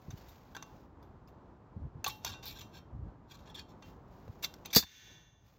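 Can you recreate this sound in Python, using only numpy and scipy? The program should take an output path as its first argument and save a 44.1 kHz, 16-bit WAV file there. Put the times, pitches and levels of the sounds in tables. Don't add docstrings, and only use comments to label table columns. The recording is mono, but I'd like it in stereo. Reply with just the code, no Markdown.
import sys
import numpy as np
from scipy import signal
from scipy.fft import rfft, irfft, next_fast_len
from scipy.io import wavfile
from scipy.ndimage import uniform_filter1d

SR = 44100
rng = np.random.default_rng(int(sys.argv[2]) if len(sys.argv) > 2 else 0)


def pcm_store(signal):
    levels = np.round(np.clip(np.atleast_2d(signal), -1, 1) * 32767)
    wavfile.write(sys.argv[1], SR, levels.astype(np.int16).T)


N = 246189
T = np.arange(N) / SR
TOP_HZ = 16000


# start_s [s], ring_db [dB, before uneven striking], crack_db [dB, before a 2.5 dB cut], crack_t60_s [s]
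BREAK_STAGES = [(4.7492, -27, -19, 0.02), (4.7553, -21.5, -29.5, 0.019), (4.7599, -12, -12.5, 0.032),
                (4.7622, -7.5, 4, 0.055), (4.7665, -0.5, 5, 0.096), (4.7721, -4, -7.5, 0.035),
                (4.7793, -7, -5.5, 0.053), (4.7875, -14, -15, 0.038)]
# frequency_hz [Hz], relative_level_db [dB], t60_s [s]
PLIERS_MODES = [(3490, -6.5, 0.11), (3564, -7.5, 0.2), (3940, -6.5, 0.08), (4120, -4, 0.11),
                (4300, -3, 0.13), (4470, -4.5, 0.096), (4640, 7, 0.097), (4660, 1, 0.076), (4600, -9.5, .1),
                (5040, 0.5, 0.076), (5270, -9, .09), (5590, -10.5, 0.12), (5960, -9, 0.11),
                (6140, -7.5, .08), (6520, -8.5, .11), (7000, -12, .1), (7558, -10.5, 0.082),
                (12000, -10.5, .08), (12200, -9.5, .08), (14424, -7, .08), (14680, -6.5, .1),
                (14930, -7, .1), (15550, -12.5, .09)]
# frequency_hz [Hz], relative_density_db [dB per Hz]
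CRACK_SPECTRUM = [(300, 0), (700, -5), (1200, -3.5), (2100, -3), (3150, -6.5), (3500, 1.5), (4400, 4.5),
                  (5500, 4), (7300, 0), (8500, -12), (11000, -12), (12200, 10), (13200, -12.5), (14800, 10),
                  (16000, -10)]


def cut(span_db=-11, size=SR // 4):
    jaws, cracks = np.zeros((2, 2, N))
    for start_s, ring_db, crack_db, t60 in BREAK_STAGES:
        jaw_ring = ring(struck(PLIERS_MODES, spread_db=2.0), size)
        add(jaws, start_s, undb(ring_db) * jaw_ring)
        crack = fade(t60, size) * noise(CRACK_SPECTRUM, size)
        add(cracks, start_s, undb(crack_db - 2.5) * crack)
    wire_span = resonate(cracks, speckle(count=160, t60=0.014))
    return jaws + cracks + undb(span_db) * wire_span


# frequency_hz [Hz], relative_level_db [dB], t60_s [s]
JOLT_MODES = [(77, -17.5, 0.23), (171, -18, 0.14), (207, 7.5, 0.048), (266.5, 0.5, 0.068),
              (337, -11.5, 0.069), (450, 3, 0.046), (641.6, -5.5, 0.053), (900, -22, 0.037)]
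JOLT_S, JOLT_DB = 4.7657, -5


def jolt(size=SR // 3):
    out = np.zeros((2, N))
    thump = np.zeros(size)
    for hz, db, t60 in JOLT_MODES:
        thump += undb(db) * fade(t60, size) * np.sin(2 * np.pi * hz * T[:size])
    add(out, JOLT_S, undb(JOLT_DB) * np.array([thump, thump]))
    return out


# frequency_hz [Hz], relative_level_db [dB], t60_s [s]
FENCE_MODES = [(1517, -1, 0.99), (1666, -4.5, 1), (1769, 1.5, 1), (1900, -1.5, 1), (2200, -1, .9),
               (2364, -4, 0.91), (2787, 1.5, 0.98), (3085, -3.5, 1), (3355, -0.5, 1), (3480, 4.5, 1),
               (3470, -4, 1.2), (3650, 0, .9), (3924, -2.5, .9), (5700, -1, 0.83), (6132, 2, 1.1),
               (6330, -4, 1), (6573, -8.5, 1.3)]
# frequency_hz [Hz], relative_density_db [dB per Hz]
FENCE_WASH_SPECTRUM = [(600, -31), (1300, -7), (1800, -2.5), (2400, 0.5), (2850, -4), (3150, -3.5),
                       (3500, 5), (4200, -1), (5200, -3), (6400, 0.5), (8000, -21.5), (11000, -48.5),
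                       (14500, -4), (16000, -25)]
LEAVE_S, LEAVE_M_PER_S, FENCE_M = 4.855, 0.42, 0.26


def twang(lines_db=-31.5, wash_db=-27, wash_t60=0.7, spread_s=0.37, detune=0.02, size=SR):
    sway_s, sways_per_s = 0.00004, 25
    neighbours = []
    for hz, db, t60 in FENCE_MODES:
        neighbours.append((hz * (1 + detune * rng.standard_normal()), db - 5.0, t60))
    t = T[:size]
    sway = sway_s * np.interp(t * sways_per_s, np.arange(size), rng.standard_normal(size))
    steady_lines = ring(FENCE_MODES + neighbours, size)
    lines = np.array([np.interp(t + sway, t, channel) for channel in steady_lines])
    wash = noise(FENCE_WASH_SPECTRUM, size) * fade(wash_t60, size)
    strands = undb(lines_db) * lines + undb(wash_db) * wash
    out = np.zeros((2, N))
    add(out, JOLT_S, strands * (1 - np.exp(-t / spread_s)))
    distance_m = FENCE_M + LEAVE_M_PER_S * np.maximum(T - LEAVE_S, 0)
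    return out * FENCE_M / distance_m


# frequency_hz [Hz], relative_level_db [dB], t60_s [s]
POST_MODES = [(856, -4, 0.54), (1123, -2, .2), (1520, -4, .28), (2450, 4, 0.095), (2740, 2.5, .25),
              (3150, 3.5, .28), (3400, -7.5, 0.23), (3590, -6, .13), (3730, -4.5, 0.23), (4021, -5.5, .18),
              (4270, -5, .2), (5512, -8, .16), (5900, -6, .14), (6245, -6.5, .14)]


def post_ring(scrapes, snap, scrape_db=-18, cut_db=-43):
    drive = undb(scrape_db) * scrapes + undb(cut_db) * snap
    return resonate(drive, ring(POST_MODES, size=SR // 2))


def held_fence(knocks_passed, scrapes, held_db=-11, held_t60=0.36):
    drive = knocks_passed + undb(-5.5) * scrapes
    response = rng.standard_normal((2, SR)) * fade(held_t60, size=SR)
    return undb(held_db) * resonate(drive, response)


# [dB re level, share passed to fence, and to the post before its common gain]
KNOCKS = [(0.105, -50, 1.5, -8, 0.052, 6250, 3.5, -18), (0.1749, -55.5, -2, -1, 0.05, 2970, -3, -11),
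          (0.284, -59, -7, 4, 0.1, 6450, -6, -2), (0.549, -51, 10, -6, 0.052, 3360, 2, -15),
          (0.5656, -41, 5, -10, 0.022, 6070, -7, -2), (0.5702, -47.5, 7.5, -15, 0.02, 1140, -2, 4),
          (0.6246, -39, 0, -16, 0.023, 6180, -7, -3.5), (1.027, -67.5, 7, 1, 0.032, 4900, 3, 6),
          (1.275, -68, -12, -1, 0.12, 5000, 4, -9), (2.043, -26, -2, -1, 0.0093, 6320, -5, -3),
          (2.0465, -39, -6, -7, 0.062, 2620, 7, -5), (2.0632, -29.5, -1, -17, 0.025, 3470, -4, -2),
          (2.069, -35.5, -2, -12, 0.014, 1127, 8, -12), (2.0769, -38.5, -11, 3.5, 0.048, 3600, 3, -22),
          (2.1, -53, -9, 0, .04, 3500, -2, 18), (2.2475, -25, -5, -4.5, 0.017, 6090, -8, -14),
          (2.2626, -48, 2, -14, .025, 2450, -11, -4), (2.271, -53, -1, -8, 0.022, 3650, -5, 1),
          (2.287, -52, -9, -2, 0.026, 1135, -8, -3), (2.3374, -48, -0.5, -22, 0.026, 3630, 2, 11.5),
          (2.426, -46.5, -2.5, -9, 0.14, 3550, -4, 5), (2.456, -55, -9, 17, 0.018, 4000, 9, -8),
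          (2.4646, -51, 6, 13, 0.028, 5270, 6, -13), (2.4787, -58, -28.5, 19, 0.043, 4100, 0, 4.5),
          (2.5043, -53, -10, 0, 0.018, 4070, 6, 9), (2.5876, -53.5, -25.5, 1, 0.07, 3490, 5, -3),
          (2.6078, -44.5, -8, -7, 0.06, 3450, -1, 2.5), (3.5445, -50, -14, -11, 0.051, 3500, 4, -14),
          (3.8235, -49, 3, -26, 0.028, 3640, -12, 5.5), (4.2792, -56.5, 8.5, -9, 0.015, 523, 13.5, -17),
          (4.4248, -38, -15, -1.5, 0.082, 2230, -13, -5),
          (4.438, -29.5, -18, -3.5, 0.053, 2240, -9.5, -11.5),
          (4.4443, -28, -25.5, -5, 0.029, 4320, -5, -11), (4.4525, -41.5, -9, -25, 0.054, 3520, 5, -12.5),
          (4.54, -43.5, -9, -8, 0.012, 5550, -9, -12), (4.6491, -46.5, -4, -22, 0.11, 2280, -13, 0),
          (4.6576, -35.5, -20, 2, 0.018, 3610, -18, -24), (4.7028, -48.5, -7, -10, 0.095, 3360, -1, -12),
          (4.7287, -32.5, -12, -1, 0.12, 4860, -10, -10), (4.826, -28, 5, -15, 0.025, 2400, 0.5, -24),
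          (4.833, -27.5, 1.5, -20, 0.04, 1620, -3.5, -17.5)]
# frequency_hz [Hz], relative_density_db [dB per Hz]
POST_WALL_SPECTRUM = [(200, -17), (400, -8.5), (620, -9.5), (820, 5), (1130, 0), (1300, -11.5), (1560, 3),
                      (1800, -7), (2100, -11), (2600, -41.5)]
# frequency_hz [Hz], relative_density_db [dB per Hz]
JAW_EDGE_SPECTRUM = [(6500, -13), (8000, -22), (11000, -10), (12200, 10), (13200, -3.5), (14600, 11.5),
                     (16000, -5), (17000, -40)]
PING_T60_S = 0.024


def contacts(soft=0.034, span_db=-9, post_db=-11.0, size=SR // 4):
    out, passed_on = np.zeros((2, 2, N))
    wire_spectrum = [(1900, -9), (2300, 1.5), (2480, -5.5), (2680, 1.5), (2950, -9), (3250, -6), (3530, 7),
                     (4100, -3), (4450, 0.0), (5000, -4.5), (5600, -3.5), (6100, 3), (6600, -7.5),
                     (7400, -6.5), (8500, -33.0)]
    grains = grit(grain_db=2, catch_db=0.96)
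    for start_s, db, low_db, treble_db, t60, ping_hz, ping_db, passed_db in KNOCKS:
        chatter = undb(low_db - 2.5) * noise(POST_WALL_SPECTRUM, size)
        chatter = chatter + noise(wire_spectrum, size)
        chatter = chatter + undb(treble_db - 3.0) * noise(JAW_EDGE_SPECTRUM, size)
        knock = fade(t60, size, rise=soft * t60) * chatter * grains[int(start_s * SR):][:size]
        span = resonate(knock, speckle(count=44, t60=0.03, size=SR // 40))[:, :size]
        knock = knock + undb(span_db) * span
        ping_modes = [(ping_hz, 0, PING_T60_S), (ping_hz * 1.025, -5, PING_T60_S)]
        ping = undb(ping_db) * ring(ping_modes, size)
        add(out, start_s, undb(db) * (knock + ping))
        post = resonate(knock, ring(struck(POST_MODES, spread_db=-1), size))
        add(out, start_s, undb(db + passed_db + post_db) * post)
        add(passed_on, start_s, undb(db + passed_db) * knock)
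    return out, passed_on


# [dB re level, before a 10.5 dB cut]
SCRAPE_STROKES = [(2.09, 0.014, -50.5, -8, -6.5), (2.258, 0.046, -49, -2.5, -2.5),
                  (2.315, 0.016, -59, -1, -30), (2.46, 0.059, -56, -13, 1.5), (2.555, 0.02, -58, 0.5, -6),
                  (2.597, 0.027, -59, -15, -5), (2.745, 0.035, -61.5, 0, -3),
                  (3.31, 0.039, -60.5, -0.5, -2), (3.355, 0.082, -73, 0, -2.5),
                  (3.466, 0.04, -66, 4.5, -11), (3.565, 0.03, -56, 0.5, -8), (3.692, 0.019, -72, -8, -3)]
# frequency_hz [Hz], relative_density_db [dB per Hz]
SLIDE_SPECTRUM = [(900, -20.5), (1950, -4.5), (2400, 5), (2690, 5), (2950, -8), (3250, 4), (3600, 12.5),
                  (3950, 3.5), (4350, 5.5), (4900, -5), (5400, 3.5), (6600, -2.5), (7500, -3),
                  (8500, -52.5), (11000, -36.5), (16000, -35.5)]


def slide(span_db=-2, wall_db=-4, lead_s=0.05, size=SR // 4):
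    out = np.zeros((2, N))
    grains = grit(grain_db=2, catch_db=4)
    for start_s, held_s, db, low_db, treble_db in SCRAPE_STROKES:
        begin_s = start_s - lead_s
        rub = undb(wall_db + low_db) * noise(POST_WALL_SPECTRUM, size)
        rub = rub + noise(SLIDE_SPECTRUM, size)
        rub = rub + undb(treble_db - 10.5) * noise(JAW_EDGE_SPECTRUM, size)
        friction = grains * strokes([(start_s, held_s, db)])
        rub = rub * friction[int(begin_s * SR):][:size]
        span = resonate(rub, speckle(count=70, t60=0.04, size=SR // 30))[:, :size]
        add(out, begin_s, rub + undb(span_db) * span)
    return out


# [dB, before a 1.5 dB cut]
SQUEAK_BURSTS = [(2.061, 0.039, 1130, 88, -41.5), (2.269, 0.073, 1120, 70, -60),
                 (2.447, 0.071, 4180, 1100, -50), (3.484, 0.033, 3400, 170, -62),
                 (3.545, 0.02, 3530, 260, -48)]


def squeaks():
    out = np.zeros((2, N))
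    for start_s, length_s, hz, width, db in SQUEAK_BURSTS:
        size = int(length_s * SR)
        resonance = [(hz - 2 * width, -35), (hz - width / 2, -3), (hz, 0),
                     (hz + width / 2, -3), (hz + 2 * width, -35)]
        tone = noise(resonance, size=SR // 4)
        burst = tone[:, :size] * signal.windows.hann(size)
        burst = burst / burst.std(axis=1, keepdims=True)
        add(out, start_s, undb(db - 1.5) * burst)
    return out


# start_s [s], held_s [s], level_db [dB]
RUSTLE_STROKES = [(0, 0.81, -69.5), (.13, 0.2, -68), (3.87, 0.0099, -63.5), (4.12, 0.66, -71.5),
                  (4.34, 0.15, -81.5), (5.47, 0.07, -70)]
# frequency_hz [Hz], relative_density_db [dB per Hz]
RUSTLE_SPECTRUM = [(600, 9), (2000, 1), (3500, -2.5), (5000, -2), (7000, -5.5), (8500, -28.5), (11000, -30),
                   (12500, -8.5), (15000, -6), (16000, -6)]


def rustle():
    envelope = strokes(RUSTLE_STROKES, bite_db_per_s=214.0, release_db_per_s=165.5)
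    return noise(RUSTLE_SPECTRUM) * grit(grain_db=1, catch_db=2.0) * envelope


# start_s [s], length_s [s], level_db [dB]
BUFFET_PUFFS = [(0.078, 0.03, -44), (0.127, 0.02, -42), (1.76, 0.021, -40.5), (1.782, 0.11, -43.5),
                (1.94, 0.066, -49), (2.916, 0.064, -44.5), (2.967, 0.14, -44.5), (4.273, 0.038, -46.5),
                (4.83, 0.015, -34)]


def buffets(steady_db=-66, shake_db=-8):
    rumble = noise([(20, -50.0), (45, 1.0), (70, 4), (110, 3.0), (190, -8.0), (350, -21.0),
                    (700, -35.5), (2000, -81.5)])
    shake = strokes(SCRAPE_STROKES, bite_db_per_s=124, release_db_per_s=307.5)
    out = rumble * (undb(steady_db) + undb(shake_db) * shake)
    for start_s, length_s, db in BUFFET_PUFFS:
        i, size = int(start_s * SR), int(length_s * SR)
        puff = rumble[:, i:i + size] * signal.windows.tukey(size)
        add(out, start_s, undb(db) * puff / puff.std(axis=1, keepdims=True))
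    return out


# frequency_hz [Hz], relative_density_db [dB per Hz]
AIR_SPECTRUM = [(20, -26), (40, 4), (60, -0.5), (190, -4.5), (320, -8), (570, -13.5), (1000, -13.5),
                (2400, -36.5), (4500, -44), (7500, -51), (9000, -69.5), (16000, -59)]
AIR_DB, AIR_RISE_DB_PER_S = -57, 0.5
TURN_S, TURN_LENGTH_S, SHELTER_DB = 4.754, 0.6, -14.5


def air(flutter_db=1.22):
    knots = np.arange(0, T[-1] + 1, 1 / 12)
    waver = np.interp(T, knots, rng.standard_normal(len(knots)))
    turned = np.clip((T - TURN_S) / TURN_LENGTH_S, 0, 1)
    level_db = AIR_DB + AIR_RISE_DB_PER_S * T + flutter_db * waver + SHELTER_DB * turned
    return noise(AIR_SPECTRUM) * undb(level_db)


def undb(db):
    return 10 ** (np.asarray(db) / 20)


def colour(x, points, keep_power=True):
    size = next_fast_len(x.shape[-1] + 2048)
    hz, db = np.transpose(points)
    log_bins = np.log(np.fft.rfftfreq(size, 1 / SR) + 1)
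    gain = undb(np.interp(log_bins, np.log(hz), db))
    if keep_power:
        gain = gain / np.sqrt(np.mean(gain ** 2))
    return irfft(rfft(x, size) * gain, size)[..., :x.shape[-1]]


def noise(points, size=N):
    return colour(rng.standard_normal((2, size)), points)


def fade(t60, size, rise=0.00025):
    return (1 - np.exp(-T[:size] / rise)) * 1000 ** (-T[:size] / t60)


def ring(modes, size):
    phases = rng.uniform(0, 2 * np.pi, (len(modes), 2, 1))
    out = np.zeros((2, size))
    for (hz, db, t60), phase in zip(modes, phases):
        out += undb(db) * fade(t60, size) * np.sin(2 * np.pi * hz * T[:size] + phase)
    return out / np.sqrt(sum(undb(db) ** 2 for _, db, _ in modes) / 2)


def struck(modes, spread_db):
    uneven = rng.uniform(-1, 1, len(modes))
    return [(hz, db + spread_db * u, t60) for (hz, db, t60), u in zip(modes, uneven)]


def speckle(count=260, t60=0.03, size=SR // 12):
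    place, strength = rng.random((2, count))
    hz = (np.arange(count) + place) * TOP_HZ / count
    modes = [(f, 20 * np.log10(a + 0.1), t60) for f, a in zip(hz, strength)]
    return ring(modes, size)


def resonate(drive, response):
    response = response / np.sqrt(np.sum(response ** 2, axis=1, keepdims=True))
    return signal.fftconvolve(drive, response, axes=1)[:, :N]


def strokes(rows, bite_db_per_s=752.5, release_db_per_s=597):
    total = np.zeros(N)
    for start_s, held_s, db, *_ in rows:
        before_db = bite_db_per_s * np.maximum(start_s - T, 0)
        after_db = release_db_per_s * np.maximum(T - start_s - held_s, 0)
        total += undb(np.maximum(db - before_db - after_db, -200))
    return total


def grit(grain_db, catch_db):
    fine = np.repeat(rng.standard_normal(N // 50 + 1), 50)[:N]
    coarse = np.interp(T * 150, np.arange(N // 250), rng.standard_normal(N // 250))
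    grains = undb(grain_db * fine + catch_db * coarse)
    return grains / np.sqrt(np.mean(grains ** 2))


def add(out, start_s, sound):
    i = int(start_s * SR)
    out[:, i:i + sound.shape[1]] += sound[:, :N - i]


def ports(pair, side_points):
    side = colour(pair[1], side_points, keep_power=False)
    return np.array([pair[0] + side, pair[0] - side])


# frequency_hz [Hz], gain_db [dB]
NEAR_SIDE_GAIN = [(100, -19.5), (380, -11), (700, -1.5), (1290, -16.5), (2380, -2), (4400, 5), (6500, 1),
                  (8500, 21.5), (11000, 22), (12300, 5), (15000, 1)]
AIR_SIDE_GAIN = [(60, -7.5), (200, -8.5), (380, -6.5), (700, 2.5), (1290, -0.5), (4400, 3), (8000, 8)]


def scene():
    snap, scrapes = cut(), slide()
    knocks, knocks_passed = contacts()
    near = snap + jolt() + twang() + post_ring(scrapes, snap) + held_fence(knocks_passed, scrapes)
    near = near + knocks + scrapes + squeaks() + rustle() + buffets()
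    return ports(near, NEAR_SIDE_GAIN) + ports(air(), AIR_SIDE_GAIN)


def record(dry, limit_db=-10, release_db_per_s=62, bass_hz=45):
    highpass = signal.butter(3, bass_hz, "highpass", fs=SR, output="sos")
    dry = signal.sosfilt(highpass, dry)
    power = uniform_filter1d(np.mean(dry ** 2, axis=0), size=128)
    level_db = 10 * np.log10(np.abs(power) + 1e-12)
    held_db = np.maximum.accumulate(level_db + release_db_per_s * T) - release_db_per_s * T
    limited = np.clip(dry * undb(np.minimum(limit_db - held_db, 0)), -1, 1)
    lowpass = signal.ellip(8, 0.2, 70, TOP_HZ, fs=SR, output="sos")
    return signal.sosfilt(lowpass, limited)


dry = scene()
out = record(dry)
pcm_store(out)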